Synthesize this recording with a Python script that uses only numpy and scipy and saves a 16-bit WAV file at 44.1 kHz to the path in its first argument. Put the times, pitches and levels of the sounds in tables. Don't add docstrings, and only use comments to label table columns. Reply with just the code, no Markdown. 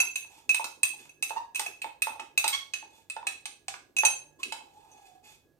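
import sys
import numpy as np
from scipy import signal
from scipy.fft import rfft, irfft, next_fast_len
from scipy.io import wavfile

SR = 44100
rng = np.random.default_rng(int(sys.argv[2]) if len(sys.argv) > 2 else 0)


def wrap_up_sound(samples):
    columns = np.atleast_2d(samples).T
    tamed = np.clip(columns, -1, 1)
    steps = np.round(tamed * 32767).astype(np.int16)
    wavfile.write(sys.argv[1], SR, steps)


def boost(x):
    u = np.asarray(x, float) / 20
    return 10 ** u


N = 246519

# (time [s], level [dB], air column pitch [Hz], thud level [dB])
BOTTOM_KNOCKS = [(0.001, -34, 875, -37.5), (0.029, -34.5, 940, -61.5), (0.246, -49, 910, -51),
                 (0.333, -49, 870, -75.5), (0.596, -19, 915, -50.5), (0.643, -33, 874, -35),
                 (0.936, -41, 855, -71), (1.055, -52, 960, -55), (1.306, -22, 888, -41),
                 (1.596, -22.5, 857, -32.5), (1.661, -37, 717, -37.5), (1.843, -21.5, 885, -37),
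                 (2.07, -19.5, 878, -36), (2.157, -32.5, 872, -53), (2.196, -27.5, 885, -37),
                 (2.442, -16, 871, -34.5), (2.474, -39, 930, -41), (2.826, -34.5, 868, -54),
                 (2.91, -54, 840, -82), (3.165, -24.5, 882, -36), (3.228, -32, 935, -51),
                 (3.268, -33.5, 780, -34.5), (3.457, -43, 840, -53.5), (3.682, -31, 783, -47),
                 (3.74, -41, 985, -36), (4.034, -13.5, 873, -29), (4.522, -25.5, 890, -44),
                 (4.564, -46, 960, -54), (4.607, -37.5, 900, -85)]


def at_hz(points, hz):
    p = np.array(points)
    return np.interp(np.log(np.maximum(hz, 1)), np.log(p[:, 0]), p[:, 1])


def rms_one(x):
    return x / np.sqrt(np.mean(x ** 2) + 1e-20)


def noise(channels=None):
    return rng.standard_normal(N if channels is None else (channels, N))


def band_noise(low_hz, high_hz, order=2, channels=None):
    band = signal.butter(order, [low_hz, high_hz], "band", fs=SR, output="sos")
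    return signal.sosfilt(band, noise(channels))


def coloured(spectrum, channels=1):
    size = next_fast_len(N)
    hz = np.arange(size // 2 + 1) * SR / size
    white = rfft(rng.standard_normal((channels, size)))
    return rms_one(irfft(white * boost(at_hz(spectrum, hz)), size)[:, :N])


def train(times, heights):
    clicks = np.full(N, 1e-18)
    at = np.round(np.asarray(times) * SR).astype(int)
    np.add.at(clicks, np.clip(at, 0, N - 1), heights)
    return clicks


def ring(clicks, hz, t60):
    r, w = boost(-60 / (t60 * SR)), 2 * np.pi * hz / SR
    return signal.lfilter([0, np.sin(w)], [1, -2 * r * np.cos(w), r * r], clicks)


def fade(clicks, t60):
    return signal.lfilter([1], [1, -boost(-60 / (t60 * SR))], clicks)


def dying(db, hz, t60, t, phase=0):
    return boost(db) * np.exp(-np.log(1000) * t / t60) * np.sin(2 * np.pi * hz * t + phase)


def flutter(hz, depth_db):
    slow = signal.sosfilt(signal.butter(2, hz, fs=SR, output="sos"), noise())
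    return boost(depth_db * rms_one(slow))


def background():
    # (frequency [Hz], level [dB per Hz])
    air_colour = [(20, -29.5), (33, -19), (45, -12), (70, -11), (120, -15), (200, -17.5), (330, -16),
                  (600, -17), (1000, -28), (2200, -35.5), (8000, -38), (16000, -35)]
    # (frequency [Hz], level [dB rms])
    hum_lines = [(49, -92), (97, -81), (147, -80.5), (1668, -82)]
    # (time [s], level [dB])
    jolts = [
        (0.0, -53),
        (0.519, -67),
        (0.839, -50),
        (2.12, -59),
        (2.398, -55),
        (2.579, -58),
        (3.949, -71),
        (4.059, -60),
        (4.499, -66),
    ]
    t = np.arange(N) / SR
    mid, side = coloured(air_colour, channels=2)
    air = boost(-72.5) * (mid + 0.36 * side * np.c_[[1, -1]])
    hum = sum(boost(db + 2) * np.sin(2 * np.pi * hz * t) * flutter(6, 4.8) for hz, db in hum_lines)

    low = band_noise(260, 420, channels=2)
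    low = low[0] + 0.5 * low[1] * np.c_[[1, -1]]
    knocked = np.array(BOTTOM_KNOCKS)
    swell = train(knocked[:, 0], boost(-51 + 0.46 * knocked[:, 1]))
    regrip_s, regrip_length_s, regrip_db = 4.47, 0.062, -56
    regrip = boost(regrip_db) * np.exp(-((t - regrip_s) / regrip_length_s) ** 2)
    hands = boost(-73.5) + fade(swell, 0.26) - fade(swell, 0.06) + regrip
    rumble = hands * rms_one(low) * flutter(13, 4.8)

    s, db = np.transpose(jolts)
    jolt = ring(train(s, boost(db)), hz=95, t60=0.081) + ring(train(s, boost(db - 6.5)), hz=60, t60=0.096)
    return air + rumble + (hum + jolt) * np.c_[[0.45, 1.1]]


def kitchen(x):
    # (frequency [Hz], time to fall 60 dB [s])
    room_t60 = [(300, 1), (1000, 0.33), (3000, 0.34), (8000, 0.34), (15000, 0.29)]
    t, tail = np.arange(int(0.7 * SR)) / SR, 0
    for low in 60 * 2.0 ** np.arange(8):
        high = min(2 * low, 15000) if low < 7000 else 18000
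        band = signal.butter(2, [low, high], "band", fs=SR, output="sos")
        mid, side = signal.sosfilt(band, rng.standard_normal((2, len(t))))
        spread = np.clip(low / 500, 0.6, 1)
        both = mid + spread * side * np.c_[[1, -1]]
        tail = tail + both * boost(-60 * t / at_hz(room_t60, 2.06 * low))
    tail = tail * np.clip((t - 0.002) / 0.00067, 0, 1)
    tail = tail / np.sqrt(np.sum(tail ** 2) / 2)
    return signal.fftconvolve(x[None], tail, axes=1)[:, :N]


def motions():
    # (time [s], length [s], air column level [dB], its pitch [Hz], rustle level [dB])
    strokes = [
        (.29, 0.18, -54.5, 882, -56.5),
        (.97, 0.12, -66, 870, -52),
        (2.89, 0.17, -62, 888, -59.5),
        (4.386, 0.059, -51.5, 1070, -51.5),
        (5.042, 0.068, -82, 727, -58.5),
        (5.226, .16, -62, 860, -53),
    ]
    # (time [s], air column level [dB], its pitch [Hz])
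    long_drag = [
        (4.6, -61, 870),
        (4.72, -59, 818),
        (4.83, -56.5, 880),
        (4.982, -53.5, 835.5),
        (5.07, -61.5, 767),
        (5.1, -56.5, 734),
        (5.21, -63, 740),
    ]
    u = np.array([0, 0.4, 1])
    swell = 13.5 * np.array([-0.5, 0, -1])
    rise_hz = 61.4 * (u - 0.5)
    short = [np.c_[s + length * u, db + swell, hz + rise_hz, rustle_db + swell]
             for s, length, db, hz, rustle_db in strokes]
    long = np.array(long_drag)
    return short + [np.c_[long, long[:, 1] - 10]]


def drag():
    # (frequency [Hz], level [dB per Hz])
    rustle_colour = [(500, -6.5), (1100, -15), (1800, -13), (2500, -7.5), (3450, -8), (4200, -7),
                     (5700, -10), (6400, -8.5), (9700, -7), (12300, -9.5), (16000, -37.5)]
    out = np.zeros(N)
    rustle = coloured(rustle_colour)[0] * flutter(40, 3.07)
    rub = noise()
    for hz, db, t60 in [(2540, -6, 0.2), (3475, -8.5, 0.06), (6630, -18, 0.18)]:
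        rustle = rustle + boost(db) * rms_one(ring(rub, hz, t60))
    i, q = rms_one(signal.sosfilt(signal.butter(1, 9, fs=SR, output="sos"), noise(2)))
    lively, dull = flutter(25, 1.9), signal.butter(2, 1300, fs=SR, output="sos")
    for rows in motions():
        s, column_db, hz, rustle_db = np.transpose(rows)
        n = np.arange(round(s[0] * SR), round(s[-1] * SR))
        t = n / SR
        on = np.clip(np.minimum(t - s[0], s[-1] - t) / 0.016, 0, 1)
        phase = 2 * np.pi * np.cumsum(np.interp(t, s, hz)) / SR
        whistle = (i[n] + 0.37) * np.cos(phase) + q[n] * np.sin(phase)
        column = signal.sosfilt(dull, whistle) * lively[n]
        column_gain = boost(np.interp(t, s, column_db) - 1)
        rustle_gain = boost(np.interp(t, s, rustle_db) - 3.5)
        out[n] += on * (column_gain * column + rustle_gain * rustle[n])
    return out


def squeaks():
    starts = [1.362, 2.524]
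    # (length [s], start pitch [Hz], end pitch [Hz], grit level [dB])
    glides = [
        (0.024, 892, 954, -50.5),
        (0.034, 1080, 1123, -36.5),
    ]
    # (level of overtones 1, 2, 3, 4, 5 [dB])
    overtones = [
        (-25.5, -48, -49, -52, -57),
        (-40.5, -34.5, -30, -40, -51),
    ]
    out, rough = np.zeros(N), flutter(100, 2.9)
    grit = rms_one(band_noise(1500, 7000))
    for s, (length, start_hz, end_hz, grit_db), orders_db in zip(starts, glides, overtones):
        u = np.linspace(0, 1, round(length * SR))
        phase = 2 * np.pi * np.cumsum(start_hz + (end_hz - start_hz) * u) / SR
        tone = sum(boost(db) * np.sin((k + 1) * phase) for k, db in enumerate(orders_db))
        swell = np.sqrt(np.abs(np.sin(np.pi * u)))
        i = round(s * SR)
        out[i:i + len(u)] += (tone + boost(grit_db) * grit[i:i + len(u)]) * swell
    return out * rough


def knocks():
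    out, t = np.zeros(N), np.arange(SR // 16) / SR
    onset = 1 - np.exp(-t / 0.0017)
    for s, db, hz, _ in BOTTOM_KNOCKS:
        tone = dying(0, hz, 0.034, t)
        for base_hz, base_db in [(1012, -17.5), (732, -16), (595, -18.5), (3540, -25)]:
            tone += dying(base_db, base_hz, 0.047, t)
        i = round(s * SR)
        out[i:i + len(t)] += boost(db + 2.25) * (tone * onset)[:N - i]
    rows = np.array(BOTTOM_KNOCKS)
    thud = rms_one(band_noise(450, 2600)) * fade(train(rows[:, 0], boost(rows[:, 3] + 3.5)), 0.019)
    return out + thud


def clinks():
    # (time [s], crack level [dB], lowest wall
    # mode [dB], second wall mode [dB], spoon [dB])
    loose = [
        (0.4923, -31, -17, -33, -32.5),
        (3.985, -34, -20.5, -26.5, -42.5),
        (4.0507, -23, -18.5, -20.5, -17),
        (4.916, -84, -79, -56, -71),
    ]
    held = [
        (0.0014, -26, -17.5, -27, -52.5),
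        (0.6421, -33, -34.5, -43.5, -39),
        (1.225, -31, -25, -33, -28),
        (1.5946, -28, -39, -42, -33.5),
        (2.376, -25, -19.5, -31.5, -24.5),
        (3.099, -40, -34, -60, -36.5),
        (3.4555, -35, -45, -42, -38),
        (3.682, -31.5, -43.5, -43.5, -55.5),
        (3.966, -33, -26.5, -35, -31.5),
        (4.522, -32, -38, -51, -58),
    ]
    tight = [(0.157, -34, -25.5, -30.5, -35), (0.545, -30, -21, -38.5, -26.5),
             (0.8314, -27, -16.5, -26.5, -21), (1.093, -61, -47, -53, -65), (1.295, -41, -40, -46, -43),
             (1.547, -44, -32.5, -42, -39), (1.557, -34, -29, -39, -33.5), (1.662, -42.5, -29, -40.5, -51),
             (1.8175, -38.5, -31.5, -72, -40.5), (2.02, -28.5, -21, -35.5, -25.5),
             (2.198, -43.5, -38, -64.5, -69), (2.441, -26, -28.5, -36.5, -46.5),
             (2.4784, -24, -34, -38.5, -24), (2.7359, -34, -26.5, -38.5, -38.5),
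             (3.269, -29.5, -24, -41, -31), (4.4307, -32, -28, -45.5, -38.5)]
    # (free ringing [s], lowest wall mode [Hz], level of its twin [dB])
    grips = [
        (.022, 2562, -11),
        (0.018, 2590, -2),
        (.0075, 2575, -11.5),
    ]
    # (frequency [Hz], level [dB], time to fall 60 dB [s])
    upper = [
        [(6310, -3.5, 0.16), (6200, -20, 0.019), (6155, -8.5, 0.058)],
        [(11900, -11, 0.071), (12400, -14.5, 0.024)],
        [(8603, 1.5, 0.041), (8480, -3.5, 0.043), (8730, -5, 0.021), (7500, -17, 0.052)],
        [(3904, 10.5, 0.043), (3810, -11.5, 0.04), (3150, -8, 0.022)],
        [(10620, 4, 0.094), (10400, -0.5, 0.081)],
        [(11150, 2.5, 0.1), (11260, 3.5, 0.1)],
    ]
    # (frequency [Hz], level [dB per Hz])
    crack_colour = [(400, -26.5), (800, -12), (1500, -14), (2200, -7), (3500, -6), (5000, -9),
                    (7000, -11.5), (8600, -5.5), (9600, -13.5), (11000, -12), (14000, -37), (16500, -52)]
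    wall = np.array([(*row, *grip) for rows, grip in zip([loose, held, tight], grips) for row in rows])
    times, crack_db, first_db, second_db, spoon_db = wall.T[:5]

    turn_s, turn_loss_db = 2.65, 13.5
    tick_db = (crack_db + spoon_db) / 2 + 31 - 35.5 - turn_loss_db * (times > turn_s)
    spoon_4k_db = crack_db - 17.5
    spoon_10k_db = (second_db + spoon_db) / 2 - 10.5
    third_db = (first_db + second_db) / 2 + 0.46 * (second_db - spoon_db) - 23
    families = np.c_[second_db, tick_db, spoon_db, spoon_4k_db, spoon_10k_db, third_db]

    out, t = np.zeros(N), np.arange(SR // 6) / SR
    rise, slow_rise = 1 - np.exp(-t / 0.00009), 1 - np.exp(-t / 0.0015)
    twin_hz = -38.5
    chance = rng.standard_normal((len(wall), 60))
    for (s, _, ping_db, _, _, free, ping_hz, twin_db), levels, luck in zip(wall, families, chance):
        ping_hz *= 1 + 0.004 * luck[19]
        ping = dying(ping_db, ping_hz, 0.22, t)
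        twin = dying(ping_db + twin_db, ping_hz + twin_hz, 0.067, t)
        sound = (ping + twin) * slow_rise
        modes = [(family_db, *mode) for family_db, family in zip(levels, upper) for mode in family]
        for k, (family_db, hz, mode_db, t60) in enumerate(modes):
            level_db = family_db + mode_db + 3.5 + 2 * luck[k]
            pitch_hz = hz * (1 + 0.0013 * luck[k + 20])
            sound += dying(level_db, pitch_hz, t60, t, 3 * luck[-1 - k]) * rise
        damped = boost(-60 * np.maximum(t - free, 0) / 0.018) + 0.13
        i = round(s * SR)
        out[i:i + len(t)] += (sound * damped)[:N - i]

    hits = train(times, boost(crack_db + 2))
    crack_shape = fade(hits, 0.027) - fade(hits, 0.0051) + boost(-5.5) * fade(hits, 0.035)
    crack = coloured(crack_colour)[0] * crack_shape
    tick = rms_one(band_noise(10500, 15000, order=4)) * fade(train(times, boost(tick_db - 7)), 0.14)
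    return out + crack + tick


def left_way(x):
    # (frequency [Hz], level [dB], phase lead [radians])
    left_path = [(510.6, 2.5, .5), (950, -2.5, 0.42), (1600, 1, 0.47), (2700, 1, -.9), (4240, -2, 0.24),
                 (6300, -1, -0.14), (12000, -2.5, 0.31)]
    size, path = next_fast_len(N), np.array(left_path)
    hz = np.arange(size // 2 + 1) * SR / size
    gain, lead = boost(at_hz(path[:, :2], hz)), at_hz(path[:, ::2], hz)
    return irfft(rfft(x, size) * gain * np.exp(1j * lead), size)[:N]


def scene():
    glass = clinks() + knocks() + squeaks() + drag()
    no_bass = signal.butter(4, 480, "high", fs=SR, output="sos")
    glass = signal.sosfilt(no_bass, glass)
    left_lead, left_db = 6, -3.5
    direct = np.array([left_way(glass), np.r_[np.zeros(left_lead), glass[:-left_lead]]])
    mix = direct + boost(-3) * kitchen(glass) + background()
    return mix * boost(np.c_[[left_db / 2, -left_db / 2]])


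def band_limit(x):
    return signal.sosfilt(signal.butter(12, 16970, fs=SR, output="sos"), x)


def record(dry):
    dip = signal.butter(2, [9050, 10300], "bandstop", fs=SR, output="sos")
    top = signal.butter(6, 15300, fs=SR, output="sos")
    return band_limit(signal.sosfilt(np.r_[dip, top], dry))


dry = scene()
out = record(dry)
wrap_up_sound(out)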